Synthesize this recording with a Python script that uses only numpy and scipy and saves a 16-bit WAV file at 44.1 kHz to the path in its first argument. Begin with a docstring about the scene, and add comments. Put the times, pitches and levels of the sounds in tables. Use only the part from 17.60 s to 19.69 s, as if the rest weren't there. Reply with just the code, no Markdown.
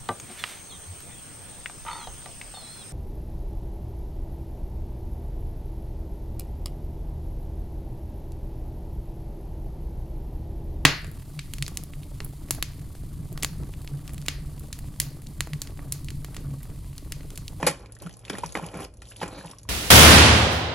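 """Stirring sticky pasta in a metal pot

A plastic spoon stirs thick, sticky pasta in a metal pot on a stove, close to a two-port phone microphone.
The spoon knocks as blunt tone bursts and noise rattles that ring the pot's modes; it scrapes as clumpy noise.
The pot thuds on its ring as low tone bursts, air pockets pop as rising tones, sauce films snap as treble ticks.
A small kitchen answers with a short, dull noise tail, over rumble, a wavering low hum and a draught."""
import sys
import numpy as np
from scipy import signal
from scipy.fft import rfft, irfft, next_fast_len
from scipy.io import wavfile
from scipy.ndimage import uniform_filter1d

SR = 44100
rng = np.random.default_rng(int(sys.argv[2]) if len(sys.argv) > 2 else 0)


def generate_wav(signal):
    """Clip the signal to [-1, 1] and save it as 16-bit WAV at the path in sys.argv[1]."""
    frames = np.transpose(np.atleast_2d(signal))
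    scaled = np.clip(frames, -1, 1) * 32767
    pcm = np.round(scaled).astype(np.int16)
    wavfile.write(sys.argv[1], SR, pcm)


N = 92124

LEFT_RIGHT = np.array([[1], [-1]])  # opposite signs for the two channels
CLUMP_DB, CLUMP_PER_S = 2, 50  # uneven stickiness


def undb(db):
    """Turn dB into gain."""
    return 10 ** (np.asarray(db) / 20)


def unit(x):
    """Scale to rms 1."""
    return x / np.sqrt(np.mean(x ** 2))


def colour(x, table):
    """Shape the spectrum by (hz, db) points, joined along log frequency."""
    hz = np.arange(N // 2 + 1) * SR / N + 1
    point_hz, point_db = np.array(table, float).T
    return irfft(rfft(x) * undb(np.interp(np.log(hz), np.log(point_hz), point_db)), N)


def add(out, start_s, x):
    """Mix x into out at start_s seconds."""
    i = int(start_s * SR)
    out[i:i + len(x)] += x[:max(N - i, 0)]


def decay(t, t60_s):
    """An exponential fall of 60 dB in t60_s."""
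    return 1000. ** (-t / t60_s)


def white(count=N):
    """White noise."""
    return rng.standard_normal(count)


def resonate(x, hz, q):
    """Pass x through one resonance."""
    return signal.lfilter(*signal.iirpeak(hz, q, SR), x)


def ring(hz, t60_s, rise_s, glide=0.):
    """A decaying tone with a short rise, peak near 1; pitch climbs by the share glide each cycle."""
    t = np.arange(int(SR * t60_s) + 8) / SR
    env = (1 - np.exp(-t / max(rise_s, 1e-5))) ** 2 * decay(t, t60_s)
    return env / env.max() * np.sin(2 * np.pi * hz * t * (1 + glide * hz * t / 2))


def bump(hz, cycles, peak_at):
    """A tone burst that swells, peaks at a share of its length and is gone."""
    u = np.linspace(0, 1, int(SR * cycles / hz))
    warp = np.log(.5) / np.log(peak_at)  # brings the top of the swell to peak_at
    return np.sin(np.pi * u ** warp) ** 2 * np.sin(2 * np.pi * cycles * u)


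def walk(rate):
    """Random levels held for 1 / rate seconds and smoothed; spread 1."""
    k = int(SR / rate)
    held = np.repeat(white(N // k + 1), k)
    return unit(uniform_filter1d(held, k)[:N])


def clumpy(table):
    """Noise in half-octave bands that slip together and each squelch on their own."""
    slip_db = 3 * walk(150)
    out = 0
    for hz in 140 * 2 ** np.arange(0, 6.6, .5):
        band = resonate(white(), hz, 3) / np.sqrt(hz)  # about equal power per band
        out = out + band * undb(slip_db + CLUMP_DB * walk(CLUMP_PER_S))
    return colour(out, table)


def pot(x):
    """The metal pot under force x: the force itself plus its damped modes."""
    # modes of the pot: pitch_hz, width_hz, level_db (before the common level and a boost for narrow modes)
    modes = [(301, 13, -8), (549.5, 40, -3.5), (833.3, 22, 0), (1041, 40, 2), (1380, 120, 1),
             (1825, 240, -0.5), (2281, 46, -1.5), (2440, 33, 5), (2998, 90, -2)]
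    modes_db = -13.5
    out = x.copy()
    for hz, width_hz, db in modes:
        out += undb(db + modes_db) * np.sqrt(hz / width_hz) * resonate(x, hz, hz / width_hz)
    return out


def kitchen():
    """Rumble and a wavering hum, alike left and right, and a low draught, opposite on the two ports."""
    # colour of the kitchen rumble: hz, level_db (relative)
    rumble_colour = [(25, -3.5), (45, 12), (80, 5.5), (130, 1), (240, -10), (610, -11), (800, -24.5),
                     (3300, -44.5), (12000, -37.5)]
    # air stirred over the two ports: time_s, level_db
    draught_level = [(.34, -73), (.44, -44), (.58, -57), (.68, -65), (.8, -43), (.97, -49), (1.06, -61),
                     (1.42, -78)]
    rumble_db, hum_db, hum_hz, draught_top_hz = -49, -51.5, 110.8, 122

    rumble = unit(colour(white(), rumble_colour)) * undb(rumble_db + 2.0 * walk(4.42))
    hum_pitch_hz = hum_hz * (1 + 0.0322 * walk(9))
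    hum = np.sin(2 * np.pi * np.cumsum(hum_pitch_hz) / SR) * undb(hum_db + 2.8 * walk(6.85))
    draught = unit(signal.lfilter(*signal.butter(2, draught_top_hz, fs=SR), white()))
    draught *= undb(np.interp(np.arange(N) / SR, *np.array(draught_level).T))
    return draught * LEFT_RIGHT + rumble + hum


def room(x):
    """The room's diffuse, dull tail: decaying noise, partly different in each channel."""
    t60_s, level_db, top_hz, width = 0.21, -15, 5750, 0.9
    t = np.arange(int(SR * .5)) / SR
    tail = white((3, len(t))) * decay(t, t60_s) * (t > .004)
    # one tail shared by both channels, plus one of their own
    tail = signal.lfilter(*signal.butter(1, top_hz, fs=SR), tail[0] + width * tail[1:])
    tail /= np.sqrt(np.sum(tail[0] ** 2))
    return signal.fftconvolve(x[None], tail, axes=1)[:, :N] * undb(level_db)


def thuds():
    """The full pot rocks on its ring: low tone bursts that swell fast and die away."""
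    # rocks of the pot: start_s, level_db, pitch_hz
    rocks = [(.03, -26, 161.3), (.085, -31.5, 156), (.452, -32, 168.6), (0.701, -32, 242),
             (0.731, -36, 204), (0.843, -36.5, 158), (.965, -33.5, 215.5), (1.025, -29, 164.8),
             (1.151, -38.5, 183), (1.628, -37.5, 170), (1.844, -37, 167.6)]
    out = np.zeros(N)
    for start_s, db, hz in rocks:
        add(out, start_s, undb(db) * bump(hz, cycles=8.3, peak_at=0.18))
    return out


def pops():
    """Air pockets pop: short bubble tones rising in pitch, with a squish of noise around that pitch."""
    # air pockets in the sauce: start_s, level_db, pitch_hz (at the start)
    pockets = [(0.259, -44, 2150), (.259, -42, 3920), (.366, -44, 1680), (0.401, -40, 3740),
               (.462, -41, 2940), (.463, -41.5, 1400), (.494, -45.5, 1800), (0.495, -42.5, 3280),
               (0.51, -41.5, 3000), (0.539, -38, 5400), (.651, -32.5, 3380), (.681, -34, 2400),
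               (0.699, -23.5, 3020), (0.733, -31, 3300), (.752, -29, 1730), (0.773, -40, 2500),
               (0.783, -36.5, 2960), (.892, -36, 3770), (1.087, -37.5, 2780), (1.454, -42, 3640),
               (1.514, -42, 1520), (1.52, -36.5, 2680), (1.562, -35, 3300), (1.603, -35.5, 3500),
               (1.81, -39, 1600), (1.848, -38.5, 825), (1.871, -36.5, 3310), (1.915, -43, 3520),
               (1.933, -39.5, 990), (1.996, -49, 3850), (2.051, -48, 950)]
    squish_db, squish_t60_s = -9, 0.04  # level relative to the bubble
    out, t = np.zeros(N), np.arange(SR // 10) / SR
    for start_s, db, hz in pockets:
        squish = unit(resonate(white(len(t)), hz, 1.2))
        add(out, start_s, undb(db) * ring(hz, t60_s=17.7 / hz, rise_s=1 / hz, glide=0.018))
        add(out, start_s, undb(db + squish_db) * squish * decay(t, squish_t60_s))
    return out


def snaps():
    """Sauce films snap: very short treble tones with a fizz of high noise behind."""
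    # snapping films: start_s, level_db, pitch_hz
    films = [(0.322, -37, 10380), (0.351, -39.5, 7440), (0.3881, -45, 10200), (0.4212, -32, 11720),
             (0.4694, -43, 10520), (0.4946, -45, 10540), (0.528, -43, 6200), (0.5693, -41.5, 10230),
             (0.5923, -42.5, 10470), (0.6979, -24, 5340), (0.784, -29, 9760), (0.8612, -28, 5840),
             (0.9231, -31, 6600), (0.944, -39, 10800), (1.064, -32, 9770), (1.1722, -37, 10740),
             (1.2047, -34, 11330), (1.3392, -46.5, 9750), (1.3707, -46.5, 6340), (1.4873, -41, 5900),
             (1.566, -37.5, 10380), (1.6282, -34, 5730), (1.6798, -33.5, 7300), (1.8598, -38, 10670),
             (1.912, -33, 5560), (1.985, -35, 5770), (2.032, -39.5, 6640)]
    fizz_db, fizz_t60_s = -5, 0.05  # level relative to the tick
    out, t = np.zeros(N), np.arange(SR // 10) / SR
    high = signal.butter(2, 4000, "high", fs=SR)
    for start_s, db, hz in films:
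        fizz = signal.lfilter(*high, white(len(t))) * decay(t, fizz_t60_s)
        add(out, start_s, undb(db) * ring(hz, t60_s=0.0084, rise_s=0.0001))
        add(out, start_s, undb(db + fizz_db) * fizz)
    return out


def crackle(hiss):
    """Mix tiny rising bubbles, at random times, pitches and sizes, into the hiss."""
    per_s, least_db, spread_db = 450, 2, 3
    for at, pitch, size in rng.random((int(per_s * N / SR), 3)):
        hz = 2120.0 * 5.0 ** pitch
        db = least_db + spread_db * min(-np.log(1 - size), 4.)  # few big bubbles, many small
        add(hiss, at * N / SR, undb(db) * ring(hz, t60_s=12.0 / hz, rise_s=2.0 / hz, glide=0.068))


def rub():
    """The spoon edge rubs the bare pot wall: one bright band of noise, faded in and out."""
    # the rub: start_s, end_s, fade_s (outside start and end), pitch_hz, width_hz, level_db
    stroke = (1.73, 1.81, .03, 4050, 380, -50)
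    start_s, end_s, fade_s, hz, width_hz, db = stroke
    t = np.arange(N) / SR
    noise = unit(resonate(white(), hz, hz / width_hz)) * undb(db + walk(CLUMP_PER_S))
    return noise * np.clip(np.minimum(t - start_s, end_s - t) / fade_s + 1, 0, 1)


def drag():
    """The spoon drags: stick-slip scrape through the pot, sticky hiss full of tiny bubbles, one rub."""
    # spoon drag: time_s, scrape_db (on the pot), hiss_db (of the sauce)
    strokes = [(0, -37, -49.5), (.17, -47, -58), (.4, -65, -75), (0.438, -48.5, -54.5), (.6, -61.5, -68),
               (.7, -48.5, -55), (0.801, -47, -49.5), (.93, -53.5, -57.5), (1.04, -42, -51.5),
               (1.12, -45, -53), (1.16, -38, -57), (1.248, -40, -43.5), (1.301, -63.5, -89),
               (1.41, -75, -69), (1.471, -62.5, -55), (1.58, -54.5, -57.5), (1.7, -43.5, -52),
               (1.77, -42.5, -56.5), (1.902, -50.5, -51.5), (1.961, -60.5, -65.5), (2.065, -71, -80),
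               (2.089, -49, -61)]
    # colour of the scrape ahead of the pot: hz, level_db (relative)
    scrape_colour = [(120, -0.5), (300, 0), (600, 1.5), (1200, -5), (2500, -10.5), (4500, -24), (8000, -40),
                     (13000, -17)]
    # colour of the sticky hiss: hz, level_db (relative)
    hiss_colour = [(1500, -43), (3000, -1.5), (6000, 6.5), (9000, 5.5), (11000, 13.5), (13000, 12)]

    time_s, scrape_db, hiss_db = np.array(strokes, float).T
    t = np.arange(N) / SR
    scrape = unit(pot(clumpy(scrape_colour)))
    hiss = unit(clumpy(hiss_colour) * undb(2.8 * walk(35.43)))
    crackle(hiss)
    scrape *= undb(np.interp(t, time_s, scrape_db))
    hiss *= undb(np.interp(t, time_s, hiss_db))
    return rub() + scrape + hiss


def knocks():
    """The spoon knocks the pot: a blunt contact tone, and a noise rattle that rings the pot's modes."""
    # knocks: start_s, level_db, contact_pitch_hz, rattle_t60_s,
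    # rattle_db (relative to the contact, ahead of the pot), rattle_tilt_db_per_octave (above 300 Hz)
    hits = [(.028, -16.5, 997, 0.048, -1.5, -6), (.040, -29.5, 620, 0.19, -2.5, -5.5),
            (.066, -15.5, 530, 0.11, 1.5, 0.5), (.070, -15.5, 803, 0.11, -4.5, -3),
            (.084, -27, 540, 0.07, -2, -1.5), (.412, -44.5, 558, 0.24, -2, -7.5),
            (.423, -42, 1000, 0.064, -4, -7.5), (0.469, -36, 1320, 0.026, 4, -6),
            (.698, -28.5, 1610, 0.082, -3.5, -5.5), (.699, -28, 1040, 0.17, -5, -7),
            (0.729, -33, 460, 0.093, 2.5, -6.5), (0.784, -40.5, 532, 0.059, 5, -5.5),
            (.834, -18, 930, 0.066, -9.5, -5), (.952, -19, 2070, 0.16, -5.5, -5.5),
            (.955, -23, 984, 0.34, -12.5, -6), (.993, -28.5, 846, 0.044, -15, -9),
            (1.141, -38.5, 880, 0.21, -0.5, -3.5), (1.419, -46, 1800, 0.055, 5, -1.5),
            (1.614, -24, 870, 0.12, -5.5, -4.5), (1.630, -31, 1710, 0.12, 4, -4.5)]
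    rattle_rise_s = 0.00048
    tone, rattle, t = np.zeros(N), np.zeros(N), np.arange(SR // 3) / SR
    f = np.maximum(np.arange(len(t) // 2 + 1) * SR / len(t), 300.)
    for start_s, db, hz, t60_s, rattle_db, tilt_db in hits:
        add(tone, start_s, undb(db) * bump(hz, cycles=8.35, peak_at=0.41))
        tilt = undb(tilt_db * np.log2(f / 1000))
        noise = unit(irfft(rfft(white(len(t))) * tilt, len(t)))
        env = (1 - np.exp(-t / rattle_rise_s)) * decay(t, t60_s)
        add(rattle, start_s, undb(db + rattle_db) * noise * env)
    rattle *= undb(2.8 * walk(300))  # rough, uneven contact
    return tone, pot(signal.lfilter(*signal.butter(2, 220, "high", fs=SR), rattle))


def scene():
    """Everything at the pot, the room's answer to all but the blunt contacts, and the kitchen."""
    tone, rattle = knocks()
    ringing = rattle + thuds() + pops() + snaps() + drag()
    return tone + ringing + room(ringing) + kitchen()


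def record(dry):
    """Two phone ports with a phase and level step between them, microphone colour, a steep top cut."""
    # phase between the ports: hz, left_lead_radians
    port_phase = [(0, 0), (1120, -.3), (2150, .2), (2840, .8), (3880, .7), (4570, 1.7), (5080, 4.2),
                  (5680, 6.2), (6200, 6.4), (8350, 9.1), (9560, 9.6), (10900, 11.1), (12000, 12.3)]
    # level between the ports: hz, left_minus_right_db
    port_balance = [(100, -.2), (350, -1), (2500, -0.7), (5000, 0.72)]
    # colour of the microphone: hz, level_db
    mic_colour = [(20, -16), (45, 0.5), (3300, -1), (4100, -4.5), (4900, 1.5), (6000, -3), (9300, 5),
                  (11000, 4), (11900, -13.5), (12800, -36), (15000, -54)]
    top_hz = 15600

    size = next_fast_len(N + 4096)
    f = np.arange(size // 2 + 1) * SR / size
    phase_hz, lead = np.array(port_phase, float).T
    balance_hz, step_db = np.array(port_balance, float).T
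    # each port takes half of the lead and half of the step
    lead = np.interp(f, phase_hz, lead) / 2
    step_db = np.interp(np.log(f + 1), np.log(balance_hz), step_db) / 2
    ports = np.exp(1j * LEFT_RIGHT * lead) * undb(LEFT_RIGHT * step_db)
    heard = irfft(rfft(dry, size) * ports, size)[:, :N]
    top_cut = signal.ellip(8, .2, 60, top_hz, fs=SR, output="sos")
    return signal.sosfilt(top_cut, colour(heard, mic_colour))


dry = scene()
out = record(dry)
generate_wav(out)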